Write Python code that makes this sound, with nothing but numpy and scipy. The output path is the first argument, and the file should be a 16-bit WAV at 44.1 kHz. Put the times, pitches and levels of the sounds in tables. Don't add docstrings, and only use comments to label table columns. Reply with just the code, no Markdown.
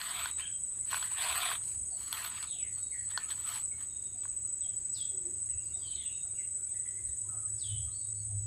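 import sys
import numpy as np
from scipy import signal
from scipy.fft import rfft, irfft, next_fast_len
from scipy.io import wavfile
from scipy.ndimage import uniform_filter1d

SR = 44100
rng = np.random.default_rng(int(sys.argv[2]) if len(sys.argv) > 2 else 0)


def wrap_up_sound(samples):
    columns = np.atleast_2d(samples).T
    tamed = np.clip(columns, -1, 1)
    steps = np.round(tamed * 32767).astype(np.int16)
    wavfile.write(sys.argv[1], SR, steps)


def boost(x):
    u = np.asarray(x, float) / 20
    return 10 ** u


N = 373086


def rms_one(x):
    return x / np.sqrt(np.mean(x ** 2) + 1e-20)


def noise():
    return rng.standard_normal(N)


def in_time(rows):
    s, *columns = np.transpose(rows)
    return [np.interp(np.arange(N) / SR, s, c) for c in columns]


def bouts(rows, rise_db, fall_db, arch_db=0.0):
    start, length, level_db, *more = np.transpose(rows)[:, :, None]
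    t = np.arange(0, N / SR + .002, .001)
    along = np.clip(2 * (t - start) / length - 1, -1, 1)
    before = np.maximum(start - t, 0)
    after = np.maximum(t - start - length, 0)
    db = level_db - arch_db * along ** 2 - rise_db * before - fall_db * after
    top = db.argmax(axis=0)
    curves = [db.max(axis=0)] + [column[top, 0] for column in more]
    return [np.interp(np.arange(N) / SR, t, curve) for curve in curves]


def drift(rate):
    r = np.exp(-80 * np.pi * rate / SR)
    slow = signal.lfilter([1], [1, -2 * r, r * r], rng.standard_normal(N // 40 + 2002))[2000:]
    return np.interp(np.arange(N) / 40, np.arange(len(slow)), rms_one(slow - slow.mean()))


def tone(hz):
    return np.sin(2 * np.pi * np.cumsum(hz) / SR)


def coloured(x, points):
    hz, db = np.transpose(points)
    size = next_fast_len(N)
    grid = np.maximum(np.fft.rfftfreq(size, 1 / SR), 1)
    gain = boost(np.interp(np.log(grid), np.log(hz), db, right=-90))
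    return rms_one(irfft(rfft(x, size) * gain, size)[:N])


def resonate(x, hz, width_hz):
    r = np.exp(-np.pi * width_hz / SR)
    section = [(1 - r * r) / 2, 0, (r * r - 1) / 2, 1, -2 * r * np.cos(2 * np.pi * hz / SR), r * r]
    return signal.sosfilt([section, section], x + 1e-18)


def cut(x, kind, hz, order=4):
    return signal.sosfilt(signal.butter(order, hz, kind, fs=SR, output="sos"), x)


def trees(x, t60, wet_db):
    t = np.arange(SR // 2) / SR
    clumps = boost(2.5 * np.repeat(rng.standard_normal(len(t) // 300 + 1), 300)[:len(t)])
    onset = 1 - np.exp(-t / 0.0004)
    tail = rng.standard_normal(len(t)) * clumps * boost(-60 * t / t60) * onset
    tail = tail / np.sqrt(np.sum(tail ** 2))
    return x + boost(wet_db) * signal.fftconvolve(x, tail)[:N]


# frequency in Hz, relative level in dB per Hz.
AIR_COLOUR = [(100, -7), (140, -4.5), (200, -9.5), (420, -14.5), (500, -21), (1890, -24.5), (3590, -26.5),
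              (4700, -32), (5190, -58), (6000, -79), (7800, -60)]
# time in seconds, level in dB.
AIR_LEVEL = [(0, -63.5), (5.3, -63.5), (7, -65.5), (8.46, -66)]


def forest_air():
    return boost(in_time(AIR_LEVEL)[0]) * coloured(noise(), AIR_COLOUR)


# start of the hold in seconds, its length in seconds, gain in dB.
GUSTS = [(0, 0.26, -60), (1.32, 0.018, -55), (1.83, 0.017, -49), (5.55, .02, -50.5), (5.72, 0.27, -58),
         (7.07, 0.018, -50.5), (7.7, .18, -48.5), (8.36, 0.12, -47)]
SWELL_DB_PER_S = 142


def wind():
    calm_db = -64.5
    wind_db = np.maximum(calm_db, bouts(GUSTS, SWELL_DB_PER_S, SWELL_DB_PER_S)[0])
    return boost(wind_db) * rms_one(resonate(noise(), 71.8, 19))


# time in seconds, gain in dB.
HUM_LEVEL = [(0, -67), (1.2, -60.5), (1.9, -65.5), (3.5, -61), (5.45, -60.5), (6.0, -61), (6.9, -64.5),
             (7.2, -53), (8.46, -47.5)]
# start of the hold in seconds, its length in seconds, gain in dB.
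BOOMS = [(7.74, 0.014, -34.5), (8.37, 0.018, -37)]


def hum():
    hum_db = np.maximum(in_time(HUM_LEVEL)[0], bouts(BOOMS, SWELL_DB_PER_S, SWELL_DB_PER_S)[0])
    steady = tone(101.5 + 1.705 * drift(4.0))
    rough = rms_one(resonate(noise(), 102.8, 15.8))
    drone = rms_one(resonate(noise(), 370, 45)) * boost(-78 + 2.5 * drift(1.2))
    return boost(hum_db) * (0.71 * steady + 0.67 * rough) + drone


def beat(per_s, depth, wander):
    turns = per_s * np.arange(N) / SR + wander * drift(0.63) + rng.random()
    return np.exp(2 * depth * (np.cos(2 * np.pi * turns) - 1))


def stridulate(hz, width_hz, pulses, pulse_depth, throbs, throb_depth):
    scrape = noise() * beat(pulses, pulse_depth, wander=.4) * beat(throbs, throb_depth, wander=0.11)
    return rms_one(resonate(scrape, hz, width_hz))


# wing pitch in Hz, width of each resonance pass in Hz, pulses per second,
# pulse depth (no unit), throbs per second, throb depth (no unit), middle level in dB before the treble cut.
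CHORUS = [(7872, 134, 50, 0.17, 4.8, 0.056, -43), (8183, 110, 180, 0.19, 16, 0.18, -45),
          (7960, 130, 100, 0.35, 16, 0.54, -69), (6665, 157, 70.4, 0.27, 17.6, 0.1, -61),
          (6922, 215, 120, 0.28, 16, 0.099, -60.5)]


def chorus():
    return sum(boost(level_db + 0.85 * drift(4.0)) * stridulate(*song) for *song, level_db in CHORUS)


# start in seconds, length in seconds, gain in dB.
TRILLS = [(1.3, 0.67, -44), (7.0, 1.387, -45.5)]


def trill():
    rest_db = -65.5
    trill_db = np.maximum(bouts(TRILLS, rise_db=6.5, fall_db=300)[0], rest_db)
    pulsed = rms_one(tone(8735 + 14 * drift(12.3)) * beat(140.5, 0.33, wander=.12))
    wing = stridulate(8625, 400, 140.5, 0.074, 4.5, 0.041)
    return boost(trill_db) * (0.53 * pulsed + 0.77 * wing)


# time in seconds, level in dB.
KATYDID_LEVEL = [(0, -61), (.5, -64), (1.4, -59.5), (3.0, -59), (4.4, -71.5), (6.2, -64.5), (7.86, -59.5),
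                 (7.91, -80), (8.46, -75)]


def katydid():
    rasp = cut(stridulate(10020, 1600, 280, 0.13, 9.4, 0.17), "band", [9600, 10900])
    rasp = cut(rasp, "band", [9500, 11000])
    return boost(in_time(KATYDID_LEVEL)[0]) * rms_one(rasp)


def top_hiss():
    hiss = cut(stridulate(13640, 2200, 65, .15, 5.5, 0.11), "band", [12300, 15400])
    return boost(-77.5) * rms_one(hiss)


def insects():
    wings = cut(cut(chorus() + trill(), "low", 11400), "low", 11900)
    return wings + katydid() + top_hiss()


def chatter(count):
    u = rng.random((count, 5))
    start = u[:, 0] * (N / SR - .2)
    length = .025 + .05 * u[:, 1]
    last_hz = 950 * 5 ** u[:, 2]
    first_hz = last_hz * (.9 + .35 * u[:, 3] ** 2)
    return np.column_stack([start, length, first_hz, last_hz, -84 + 8 * u[:, 4]])


def bird_note(length, first_hz, last_hz, hoarse):
    t = np.arange(round(length * SR)) / SR
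    wobble, ragged = uniform_filter1d(rng.standard_normal((2, len(t))), size=150) * np.sqrt(150)
    to_go = (first_hz - last_hz) * np.exp(-(4.5 - 2.0 * hoarse) * t / length)
    hz = (last_hz + to_go) * (1 + (0.0045 + 0.0844 * hoarse ** 2) * wobble)
    fade = np.minimum(t / .005, 1) * np.minimum((length - t) / .012, 1)
    return fade * boost(-.002 * np.abs(to_go) + 3.5 * ragged) * tone(hz)


# start
# in seconds, length in seconds, first pitch in Hz, # pitch it glides towards in Hz, gain in dB before glide
WHISTLES = [(.28, 0.058, 3800, 3900, -61), (.392, 0.022, 1180, 3150, -47), (.405, 0.084, 3080, 3186, -53),
            (1.901, 0.28, 4600, 4330, -64.5), (2.001, 0.076, 1240, 1100, -68),
            (2.724, 0.34, 4470, 4380, -71.5), (2.78, 0.11, 3690, 3850, -70.5),
            (3.131, 0.044, 1990, 1750, -50.5), (3.182, 0.088, 1260, 1278, -61),
            (3.439, 0.065, 1320, 1274, -57.5), (3.71, 0.028, 2410, 2160, -60.5),
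            (3.895, 0.067, 3730, 3740, -63), (4.035, 0.058, 3780, 3710, -67),
            (4.614, 0.057, 3970, 3177, -60), (4.933, 0.096, 6200, 3237, -50),
            (5.486, 0.016, 1990, 1990, -64), (5.507, 0.045, 2840, 2720, -68), (5.6, 0.07, 2790, 2783, -71),
            (5.727, 0.054, 3690, 3730, -64), (5.78, 0.14, 4950, 4500, -66.5),
            (5.812, 0.15, 3400, 3080, -58.5), (6.116, 0.097, 3740, 3750, -62.5),
            (6.345, 0.046, 2770, 2780, -65.5), (6.375, 0.04, 2820, 2026, -62.5),
            (6.68, 0.071, 3490, 3520, -75), (6.742, 0.02, 1700, 2060, -63.5),
            (6.851, 0.029, 1770, 2060, -62.5), (6.957, 0.028, 1700, 2100, -63.5),
            (7.063, 0.034, 1730, 1940, -69), (7.24, 0.027, 960, 1033, -68.5),
            (7.284, 0.11, 1306, 1257, -61), (7.578, 0.16, 5700, 2970, -54), (7.699, 0.15, 4010, 3200, -62),
            (7.864, 0.037, 1270, 1220, -69.5), (7.902, 0.1, 3600, 4580, -65.5),
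            (7.95, 0.079, 4560, 4450, -69), (8.004, 0.09, 3970, 3800, -74), (8.14, 0.08, 4400, 4490, -72)]
# start in seconds, length in seconds, first pitch in Hz,
# pitch it glides towards in Hz, gain in dB before glide softening and echoes.
RASPS = [(.425, 0.028, 1790, 1660, -60), (2.52, .09, 3700, 2690, -61), (5.625, 0.067, 5300, 4380, -72.5),
         (5.746, 0.046, 5460, 5850, -74.5), (7.06, .06, 4720, 3620, -75), (2.462, 0.091, 4300, 3400, -53.5),
         (2.578, 0.097, 3290, 1970, -62), (2.915, 0.068, 2276, 1830, -56), (5.119, 0.082, 410, 354, -61),
         (5.24, 0.059, 318, 354.5, -58.5), (5.865, 0.072, 4300, 3630, -60), (5.922, .12, 2930, 1955, -70.5),
         (5.944, 0.085, 4150, 3400, -54), (6.032, 0.11, 2920, 2764, -62.5)]


def birds():
    out = np.zeros(N)
    for notes, hoarse in [(WHISTLES, .08), (RASPS, 0.74), (chatter(count=110), 0.4)]:
        for s, length, first_hz, last_hz, level_db in notes:
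            note = bird_note(length, first_hz, last_hz, hoarse)
            i = round(s * SR)
            out[i:i + len(note)] += boost(level_db) * note
    return trees(out, t60=0.36, wet_db=4.5)


# start in seconds, level in dB before a shared trim and the echoes.
FROG_PIPS = [(1.908, -52), (2.538, -59), (4.138, -58.5), (4.638, -60), (5.11, -68), (5.739, -57),
             (6.235, -59.5), (6.702, -60), (7.322, -56), (7.815, -63), (8.29, -58)]


def frog():
    out, t = np.zeros(N), np.arange(SR // 20) / SR
    pip = tone(820 - 4000 * t) * np.sin(20 * np.pi * t) ** 0.33
    for s, level_db in FROG_PIPS:
        i = round(s * SR)
        out[i:i + len(t)] += boost(level_db - 8.5) * pip
    return trees(out, t60=.3, wet_db=2.5)


# frequency in Hz, relative level in dB per Hz.
GRASS_COLOUR = [(300, -25), (450, -27.5), (700, -12), (1050, 2.5), (1800, -1), (3700, 0.5), (4700, -7),
                (6000, -22), (8000, -37.5), (10800, -6), (13000, -20), (15500, -29)]
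# start in seconds, length in seconds, level in dB before a shared lift,
# treble level in dB against the rustle, before a shared treble lift.
RUSTLES = [(0, 0.29, -41, -8), (.39, 0.027, -47, -13), (.72, 0.074, -66, -11), (.91, 0.065, -40.5, -3),
           (.97, 0.094, -44.5, -5), (1.09, 0.13, -49.5, -7), (1.185, 0.35, -34.5, -8.5),
           (1.62, .13, -63, 1), (1.99, 0.22, -55, -1), (2.125, 0.16, -41, -5), (2.31, .14, -48, -12.5),
           (2.78, 0.012, -58.5, -4), (3.105, 0.023, -50.5, -8), (3.18, 0.068, -52, -8),
           (3.3, 0.023, -46, -4.5), (3.36, 0.15, -55.5, -4.5), (3.475, 0.11, -44, -3),
           (3.8, 0.044, -58.5, -4), (4.23, 0.045, -63, -9), (4.975, 0.019, -67, 5)]


def grass():
    rustle_db, bright_db = bouts(RUSTLES, rise_db=443, fall_db=310, arch_db=3)
    sizes = boost(4.0 * np.minimum(rng.exponential(1, N), 5)) * rng.choice([-1, 1], N)
    cracks_per_s = 4000 * boost(3.5 * drift(30))
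    cracks = sizes * (rng.random(N) < cracks_per_s / SR)
    blades = coloured(rms_one(cracks) + 0.69 * noise(), GRASS_COLOUR)
    out, edges = 0, np.geomspace(400, 15600, num=12)
    for low, high in zip(edges, edges[1:]):
        lift_db = 0
        if low > 5000:
            lift_db = bright_db + 12.0
        elif high < 900:
            lift_db = .5 * (rustle_db + 47.5) + 0.5
        patch = boost(lift_db + 1.4 * drift(14))
        out = out + patch * cut(blades, "band", [low, high], order=2)
    return boost(rustle_db + 5.5) * out


# frequency in Hz, relative level in dB, time to fade by 60 dB in seconds.
STEM_MODES = [(1100, 9, 0.034), (1510, 16, 0.014), (2470, -22, 0.0096), (3400, 3.5, 0.0099),
              (4300, -3, 0.0094), (5700, -22, 0.0035), (10900, -31, 0.0048)]
# time in seconds, strength in dB before a shared trim,
# brightness in dB per octave, tilting the modes around 2000 Hz.
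SNAPS = [(0.015, -32.5, 14), (0.258, -26.5, 8), (0.93, -38.5, -18), (0.944, -28.5, 1), (0.971, -35, 8),
         (1.027, -28.5, 7.5), (1.515, -28.5, -1), (2.128, -31.5, 21), (2.247, -29.5, 11),
         (2.428, -39, 19.5), (3.176, -21.5, 10), (3.306, -49, 23), (4.254, -52.5, -12)]


def snaps():
    at, strength_db, bright_db = np.transpose(SNAPS)
    out, luck_db = np.zeros(N), rng.normal(0, 2.5, (len(at), len(STEM_MODES)))
    for k, (hz, level_db, t60) in enumerate(STEM_MODES):
        tilt_db = bright_db * np.log2(hz / 2000)
        clicks = np.zeros(N)
        clicks[np.round(at * SR).astype(int)] = boost(strength_db + level_db - 13.5 + tilt_db + luck_db[:, k])
        r, w = boost(-60 / (t60 * SR)), 2 * np.pi * hz / SR
        out += signal.lfilter([0, np.sin(w)], [1, -2 * r * np.cos(w), r * r], clicks + 1e-18)
    return trees(cut(out, "high", 800), t60=.1, wet_db=-10)


def stroke(turns, place, share, hz, blur_hz, pulses, depth):
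    t = np.arange(N) / SR
    count = np.floor(turns - place + .5)
    within = (turns - place - count) / share
    strength = boost(1.2 * rng.standard_normal(400)[count.astype(int) + 2])
    sagging = tone(hz + blur_hz * drift(16) - 25 * within)
    flutter = 1 + depth * np.cos(2 * np.pi * pulses * t + 3 * drift(2.12))
    return rms_one(np.exp(-within ** 4) * strength * flutter * sagging)


# time in seconds, lateness of the chirp in milliseconds,
# main stroke level in dB before the echoes.
CRICKET = [(0, -9.5, -46), (1.2, 1, -40), (1.8, 2, -49.5), (2.2, 15, -52), (2.6, 5.5, -43.5),
           (3.68, 2.5, -41.5), (3.78, 0, -50.5), (4.1, 11.5, -45.5), (4.4, 2, -40.5), (5.4, 0, -40),
           (6.0, 6, -45), (6.6, 1.5, -40.5), (7.0, 8.5, -44.5), (7.45, 12.5, -40.5), (8.46, 1, -58)]


def cricket():
    chirps_per_s = 12.35
    late_ms, main_db = in_time(CRICKET)
    turns = chirps_per_s * (np.arange(N) / SR - late_ms / 1000)
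    main = stroke(turns, place=.001, share=.16, hz=8045, blur_hz=10, pulses=172, depth=.55)
    back = stroke(turns, place=.52, share=.18, hz=7865, blur_hz=30, pulses=335, depth=.5)
    return trees(boost(main_db) * (main + boost(-7) * back), t60=.12, wet_db=-11)


def scene():
    background = forest_air() + wind() + hum()
    animals = insects() + birds() + frog() + cricket()
    feet = grass() + snaps()
    return (background + animals + feet)[None]


def top_cut(x):
    return signal.sosfilt(signal.butter(12, 15630, fs=SR, output="sos"), x)


def record(dry):
    return top_cut(dry)


dry = scene()
out = record(dry)
wrap_up_sound(out)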